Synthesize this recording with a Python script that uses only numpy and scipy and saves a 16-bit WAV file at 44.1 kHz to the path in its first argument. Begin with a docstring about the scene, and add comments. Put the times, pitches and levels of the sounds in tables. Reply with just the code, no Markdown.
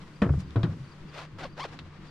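"""A faint rustle over a low hum and lapping water, then hard knocks and soft thumps boom in a hollow hull:
someone kneels on the deck of a small boat on a calm lake and moves gear about. Each blow sets the hull
ringing, and weight on a deck panel makes it swing at its own low pitch. Small tackle clicks, and ribbed
fabric swishes three times as the arms reach out, its ribs zipping as they slide. A far bird chirps thinly."""
import sys
import numpy as np
from scipy import signal
from scipy.fft import rfft, irfft, next_fast_len
from scipy.io import wavfile
from scipy.ndimage import map_coordinates

SR = 44100
rng = np.random.default_rng(int(sys.argv[2]) if len(sys.argv) > 2 else 0)


def bounce(signal):
    """Save signal as a 16-bit WAV file at the path given by the first command-line argument."""
    frames = np.transpose(np.atleast_2d(signal))
    limited = np.clip(frames, -1, 1)
    pcm = np.round(limited * 32767).astype(np.int16)
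    wavfile.write(sys.argv[1], SR, pcm)


N = 92610


def amp(db):
    """Turns decibels into a gain to multiply by."""
    return 10 ** (np.asarray(db) / 20)


def unit(x):
    """Scales a sound to an average (rms) level of 1."""
    return x / np.sqrt(np.mean(x ** 2) + 1e-20)


def along(points, hz):
    """Reads a (frequency_hz, value) table between its rows, on a log frequency scale."""
    frequencies, values = np.transpose(points)
    return np.interp(np.log(hz + 1), np.log(frequencies + 1), values)


def curves(rows):
    """Turns each column after time_s into a curve with one value per sample."""
    times, *columns = np.transpose(rows)
    return [np.interp(np.arange(N) / SR, times, column) for column in columns]


def wobble(rate):
    """A smooth random curve through `rate` new values a second."""
    return map_coordinates(rng.standard_normal(int(N * rate / SR) + 4), [np.arange(N) * rate / SR])


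def pan(db):
    """Left and right gains; above 0 dB the left is louder."""
    return amp(np.array([[db], [-db]]) / 2)


def fade(t, fade_s):
    """Dies away by 60 dB in fade_s seconds."""
    return np.exp(-np.log(1000) * t / fade_s)


def rise(t, rise_s):
    """Climbs from 0 towards 1, about two thirds of the way in rise_s seconds."""
    return 1 - np.exp(-t / rise_s)


def dulled(x, hz, order):
    """Softens the treble above hz; a higher order cuts more steeply."""
    return signal.lfilter(*signal.butter(order, min(hz, SR / 3), fs=SR), x)


def add(out, start_s, sound):
    """Mixes a sound in at its start time."""
    i = max(round(start_s * SR), 0)
    out[:, i:i + sound.shape[-1]] += sound[..., :N - i]


# How alike the two ears hear spread-out and close sounds: frequency_hz, likeness (1 = the same)
SPREAD = [(25, 0.85), (70, 0.82), (250, .97), (600, 0.81), (1500, 0.6), (4000, 0.12), (9000, 0.07)]
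CLOSE = [(100, 0.97), (500, 0.96), (1500, 0.7), (4000, 0.48), (9000, 0.25)]

def noise(colour, likeness):
    """Stereo noise at level 1; its colour says how strong each frequency is against the others."""
    hz = np.fft.rfftfreq(N, 1 / SR)
    width = np.arccos(np.clip(along(likeness, hz), -1, 1)) / 2
    spectrum = rfft(rng.standard_normal((2, N))) * amp(along(colour, hz))
    mid, side = irfft(spectrum * [np.cos(width), np.sin(width)], N)
    return unit(np.array([mid + side, mid - side]))


# Colours of the soft wash and the high hiss: frequency_hz, strength_db
WASH_COLOUR = [(260, -18), (450, 2), (620, -3), (790, -5), (1080, 1), (1530, -3), (2030, -5), (3000, -9),
               (4700, -13.5), (6000, -20), (8000, -27.5), (12000, -42), (13900, -57.5)]
HISS_COLOUR = [(2500, -25.5), (5000, 4), (8000, -2), (10000, -6), (12500, -15), (14000, -24.5)]
# How each swells and sinks: time_s, level_db
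WASH_LEVEL = [(0, -57), (.18, -60), (.5, -57), (.75, -57), (1.0, -57), (1.3, -59), (1.53, -60.5),
              (1.72, -54.5), (1.85, -58), (2.0, -58.5), (2.1, -55.5)]
HISS_LEVEL = [(0, -73.5), (.2, -71.5), (.36, -66.5), (.46, -77), (.6, -71), (.8, -71), (1.0, -74.5),
              (1.3, -88.5), (1.8, -89), (2.1, -98)]

def wash(boost_db=2):
    """A soft, fluttering wash of water and clothing, with a faint hiss that fades in the second half."""
    wash_db = curves(WASH_LEVEL)[0] + boost_db + wobble(38.56)
    hiss = amp(curves(HISS_LEVEL)[0]) * noise(HISS_COLOUR, SPREAD)
    return amp(wash_db) * noise(WASH_COLOUR, SPREAD) * pan(3.1) + hiss


def hum(pitch_hz=150, level_db=-48.5, drift=0.0052):
    """A low steady tone that wavers slightly in pitch and level."""
    pitch = pitch_hz * (1 + drift * wobble(4.9))
    return amp(level_db + wobble(15.04)) * np.sin(2 * np.pi * np.cumsum(pitch) / SR)


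# Colour of the water under the boat: frequency_hz, strength_db
LAP_COLOUR = [(20, 3), (40, -4.5), (65, -3), (110, -2), (180, 2), (230, -7), (320, -2.5), (450, -19),
              (700, -41.5), (2000, -56)]
# How it swells and sinks: time_s, level_db
LAP_LEVEL = [(0, -50.5), (.15, -49.5), (.45, -45.5), (.8, -51), (1.0, -49), (1.14, -52), (1.22, -52),
             (1.31, -50.5), (1.4, -50), (1.55, -50), (1.74, -47), (1.82, -50), (1.95, -53), (2.1, -48.5)]

def lapping(swing_db=2.84):
    """Water laps at the hull: a low noise that swells unevenly."""
    return amp(curves(LAP_LEVEL)[0] + swing_db * wobble(12.41)) * noise(LAP_COLOUR, SPREAD)


# The bird's notes: start_s, level_db, top_pitch_hz
BIRD_NOTES = [(.123, -66.5, 4540), (0.15, -60.5, 4870), (.192, -62, 4830), (.423, -60, 4820),
              (0.468, -62.5, 4730), (0.835, -61, 4690), (.868, -61, 4710), (0.907, -57, 4790),
              (1.051, -70, 4650), (1.083, -58, 4860), (1.131, -57, 4900), (1.487, -63, 4640),
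              (1.519, -60, 4830), (1.563, -61, 4730), (2.043, -66, 4670), (2.074, -58, 4800)]

def bird(note_s=0.031, fall_hz=387, waver_hz=60):
    """Thin falling notes from the shore, in twos and threes."""
    out, progress = np.zeros((2, N)), np.linspace(0, 1, int(note_s * SR))
    swell = np.sin(np.pi * progress) ** 2
    for start_s, level_db, top_pitch_hz in BIRD_NOTES:
        pitch = top_pitch_hz - fall_hz * progress ** 2 + waver_hz * wobble(700)[:len(progress)]
        add(out, start_s, amp(level_db) * swell * np.sin(2 * np.pi * np.cumsum(pitch) / SR))
    return out


# Moves of loose clothing: peak_s, level_db, half_length_s, brightness_hz
RUSTLES = [(0.022, -55.5, 0.016, 1500), (0.404, -51.5, .015, 12000), (1.692, -56.5, .015, 1210),
           (1.736, -48.5, 0.021, 990), (2.07, -58.5, 0.023, 3480)]
# Their colour: frequency_hz, strength_db
RUSTLE_COLOUR = [(150, -24.5), (600, -4.5), (1200, -0.5), (2500, -5), (5000, -3.5), (9000, -13),
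                 (14000, -28.5)]

def rustles(grain_db=1.5):
    """Loose clothing shifts in brief, grainy swells of noise."""
    out, t = np.zeros((2, N)), np.arange(N) / SR
    for peak_s, level_db, half_length_s, brightness_hz in RUSTLES:
        swell = np.exp(-((t - peak_s) / half_length_s) ** 2)
        cloth = unit(dulled(noise(RUSTLE_COLOUR, SPREAD), brightness_hz, order=1))
        out += amp(level_db + grain_db * wobble(320)) * swell * cloth
    return out


# Three arm strokes, one list each: time_s, ribs_per_s, hiss_db, zip_db
ARM_STROKES = [
    [(1.115, 400, -58.5, -80), (1.15, 800, -45.5, -68), (1.195, 870, -41.5, -56), (1.225, 880, -45, -68),
     (1.265, 1300, -56, -75)],
    [(1.376, 360, -80, -83), (1.386, 700, -47, -58), (1.40, 970, -41, -61), (1.425, 760, -44.5, -48),
     (1.442, 736, -43, -37), (1.449, 550, -44.5, -46), (1.458, 550, -51, -32.5), (1.468, 470, -47.5, -54),
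     (1.49, 300, -63, -68)],
    [(1.564, 363, -70, -68), (1.571, 420, -48.5, -51), (1.592, 670, -43, -45), (1.603, 990, -41, -33),
     (1.617, 1080, -41.5, -38), (1.635, 1160, -52.5, -36), (1.654, 525, -40, -36.5), (1.66, 300, -44, -38),
     (1.672, 200, -57, -75)],
]
# How strong the zip's overtones are, one value a stroke: overtones_db
STROKE_OVERTONES = [-1, -2, -5.5]
# Colours of those overtones through the cloth, and of the fibres' hiss: frequency_hz, strength_db
RIB_COLOUR = [(1000, 3), (2200, -2.5), (4800, 0), (6500, -11.5), (10000, -20)]
FIBRE_COLOUR = [(100, -9), (350, -5.5), (700, -1.5), (1300, -3.5), (2200, -8), (4200, -13.5), (6000, -21),
                (9000, -32.5), (13000, -44), (16000, -55)]

def swishes(grain_db=1.5, jitter=0.028, smear_radians=0.15, octave_db=-6.5, full_bright_hz=800):
    """Ribbed cloth slides: the fibres hiss and the ribs zip, higher and brighter as the arm speeds up."""
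    out, t = np.zeros((2, N)), np.arange(N) / SR
    for stroke, overtones_db in zip(ARM_STROKES, STROKE_OVERTONES):
        ribs_per_s, hiss_db, zip_db = curves(stroke)
        phase = 2 * np.pi * np.cumsum(ribs_per_s * (1 + jitter * wobble(600))) / SR
        overtones = np.zeros(N)
        for k in range(2, 10):
            level_db = octave_db * np.log2(k / 2) + along(RIB_COLOUR, k * ribs_per_s)
            gain = amp(level_db + grain_db * wobble(200))
            overtones += gain * np.sin(k * (phase + smear_radians * wobble(350)))
        brightness = np.minimum(ribs_per_s / full_bright_hz, 1) ** 1.34
        ribs = amp(zip_db) * (np.sin(phase) + amp(overtones_db) * brightness * overtones)
        fibres = amp(hiss_db) * noise(FIBRE_COLOUR, CLOSE)
        sliding = (t > stroke[0][0]) & (t < stroke[-1][0])
        out += sliding * amp(grain_db * wobble(250)) * (ribs + fibres)
    return out


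# Small tackle clicking: start_s, level_db, fade_s, pan_db
TACKLE_CLICKS = [(0.2185, -39.5, 0.053, 5), (0.5066, -37.5, 0.0093, 3), (0.546, -58, .015, -8),
                 (0.5592, -46, 0.082, 6), (0.6312, -35.5, 0.076, 5), (1.7697, -52, .03, 0),
                 (1.7892, -37, 0.047, 1.5)]
# Colour of a click: frequency_hz, strength_db
CLICK_COLOUR = [(200, -31), (700, -6.5), (1200, 0), (2100, 4), (2700, 2), (3600, 4.5), (4500, -1.5),
                (6000, -15.5), (8000, -21), (12000, -44.5)]

def clicks(rise_s=0.00041):
    """Light gear clacks: bright bursts of noise that die at once."""
    out, t = np.zeros((2, N)), np.arange(N) / SR
    for start_s, level_db, fade_s, pan_db in TACKLE_CLICKS:
        burst = noise(CLICK_COLOUR, CLOSE) * rise(t, rise_s) * fade(t, fade_s)
        add(out, start_s, amp(level_db) * pan(pan_db) * burst)
    return out


# Weight landing on the deck: start_s, level_db, pitch_hz, rise_s, fade_s
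DECK_THUMPS = [(.2198, -8, 195.6, 0.0029, 0.077), (.243, -21, 155, 0.0042, 0.18),
               (0.285, -15.5, 76.2, 0.0089, 0.3), (0.2964, -13.5, 141.1, 0.0092, 0.28),
               (.368, -2.5, 89, 0.015, 0.045), (0.376, -27.5, 182.2, 0.0041, .2),
               (0.439, -38.5, 72.2, 0.026, 1), (0.5619, -16, 108.5, 0.0028, 0.35),
               (0.5593, -26.5, 273, 0.0012, 0.095), (0.6366, -18.5, 166.4, 0.0019, 0.15),
               (0.633, -18, 111.9, 0.0024, 0.2), (.686, -21, 95.4, 0.005, 0.12),
               (0.692, -26.5, 163, 0.0054, 0.24), (0.801, -23.5, 137.4, 0.013, 0.13),
               (1.331, -35, 105, 0.0042, 0.19), (1.737, -35.5, 114, 0.0044, 0.063),
               (1.823, -41, 86.7, .01, 0.43)]

def thumps():
    """The deck panel that takes the weight swings over the hollow hull and booms at its own pitch."""
    out, t = np.zeros((2, N)), np.arange(SR) / SR
    for start_s, level_db, pitch_hz, rise_s, fade_s in DECK_THUMPS:
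        boom = rise(t, rise_s) * fade(t, fade_s) * np.sin(2 * np.pi * pitch_hz * t)
        add(out, start_s, amp(level_db) * boom)
    return out


# Hard blows on the hull: start_s, level_db, brightness_hz, ring_db, length_factor (scales the fades)
HULL_KNOCKS = [(0.2184, -33.5, 4160, 0.5, 0.94), (0.2632, -44, 2200, 4, .3), (0.2899, -41, 2000, -16, 0.41),
               (.336, -40.5, 1140, -8.5, .22), (.5572, -39, 1260, -1.5, 1.0), (0.6314, -41, 1900, -6, 1)]
# The hull's clear ringing tones: pitch_hz, tone_db, fade_s
HULL_TONES = [(259, -9, 0.11), (351.3, -4.5, 0.33), (471.4, 0, 0.11), (572, -12, 0.29), (672, -12, 0.27),
              (1107, -10.5, 0.15), (1280, -11, 0.15), (1480, -12, 0.15), (1750, -18.5, 0.18),
              (1873, -7.5, 0.063), (2475, -10, 0.036), (3080, -21, 0.12)]
# The panels' many tones, so crowded that they sound like noise: frequency_hz, strength_db
PANEL_COLOUR = [(40, -18), (90, 9.5), (250, 3), (500, -6), (800, -9.5), (1300, -4.5), (2600, -17),
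                (4500, -28.5), (8000, -19), (14000, -28)]
# How long the panels ring: frequency_hz, fade_s
PANEL_FADES = [(100, 0.72), (300, 0.45), (1000, 0.21), (2500, 0.14), (8000, 0.13)]

def knocks(hull_db=8.5, panels_db=11.5, vary_db=1.8, rise_s=0.0005):
    """Each blow rings the hull and its panels; a softer contact is duller, a rattle dies sooner."""
    out, t = np.zeros((2, N)), np.arange(SR // 2) / SR
    for start_s, level_db, brightness_hz, ring_db, length_factor in HULL_KNOCKS:
        ring = np.zeros(len(t))
        for k, (pitch_hz, tone_db, fade_s) in enumerate(HULL_TONES):
            gain = amp(tone_db + rng.normal(0, vary_db)) * (-1) ** k  # neighbours start opposite ways
            ring += gain * fade(t, length_factor * fade_s) * np.sin(2 * np.pi * pitch_hz * t)
        # Split the panel noise into bands so that the high ones die first.
        hz, age_s, bands = signal.stft(noise(PANEL_COLOUR, CLOSE)[:, :len(t)], SR, nperseg=256)
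        bands *= fade(age_s, length_factor * along(PANEL_FADES, hz)[:, None])
        panels = signal.istft(bands, SR)[1][:, :len(t)]
        blow = (amp(hull_db + ring_db) * ring + amp(panels_db) * panels) * rise(t, rise_s)
        add(out, start_s, amp(level_db) * dulled(blow, brightness_hz, order=3))
    return out


# Which side the knocks and clothing lean to: frequency_hz, pan_db (above 0 is left)
NEAR_PAN = [(100, 0.5), (500, 1.8), (2000, 2), (4000, 2.5), (8000, -2.5), (12000, -3)]

def placed(x):
    """Leans each frequency a little to the left or right."""
    size = next_fast_len(N + SR // 4)
    lean_db = along(NEAR_PAN, np.fft.rfftfreq(size, 1 / SR)) / 2
    return irfft(rfft(x, size) * amp([lean_db, -lean_db]), size)[:, :N]


def scene():
    """Everything on and around the boat, mixed in stereo."""
    low_sounds = (hum() + lapping() + thumps()) * pan(1.12)
    return wash() + bird() + low_sounds + clicks() + placed(rustles() + swishes() + knocks())


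def record(dry, top_hz=14100):
    """Cuts away the very highest treble, above top_hz."""
    size = next_fast_len(N + SR // 4)
    kept = np.fft.rfftfreq(size, 1 / SR) < top_hz
    return irfft(rfft(dry, size) * kept, size)[:, :N]


dry = scene()
out = record(dry)
bounce(out)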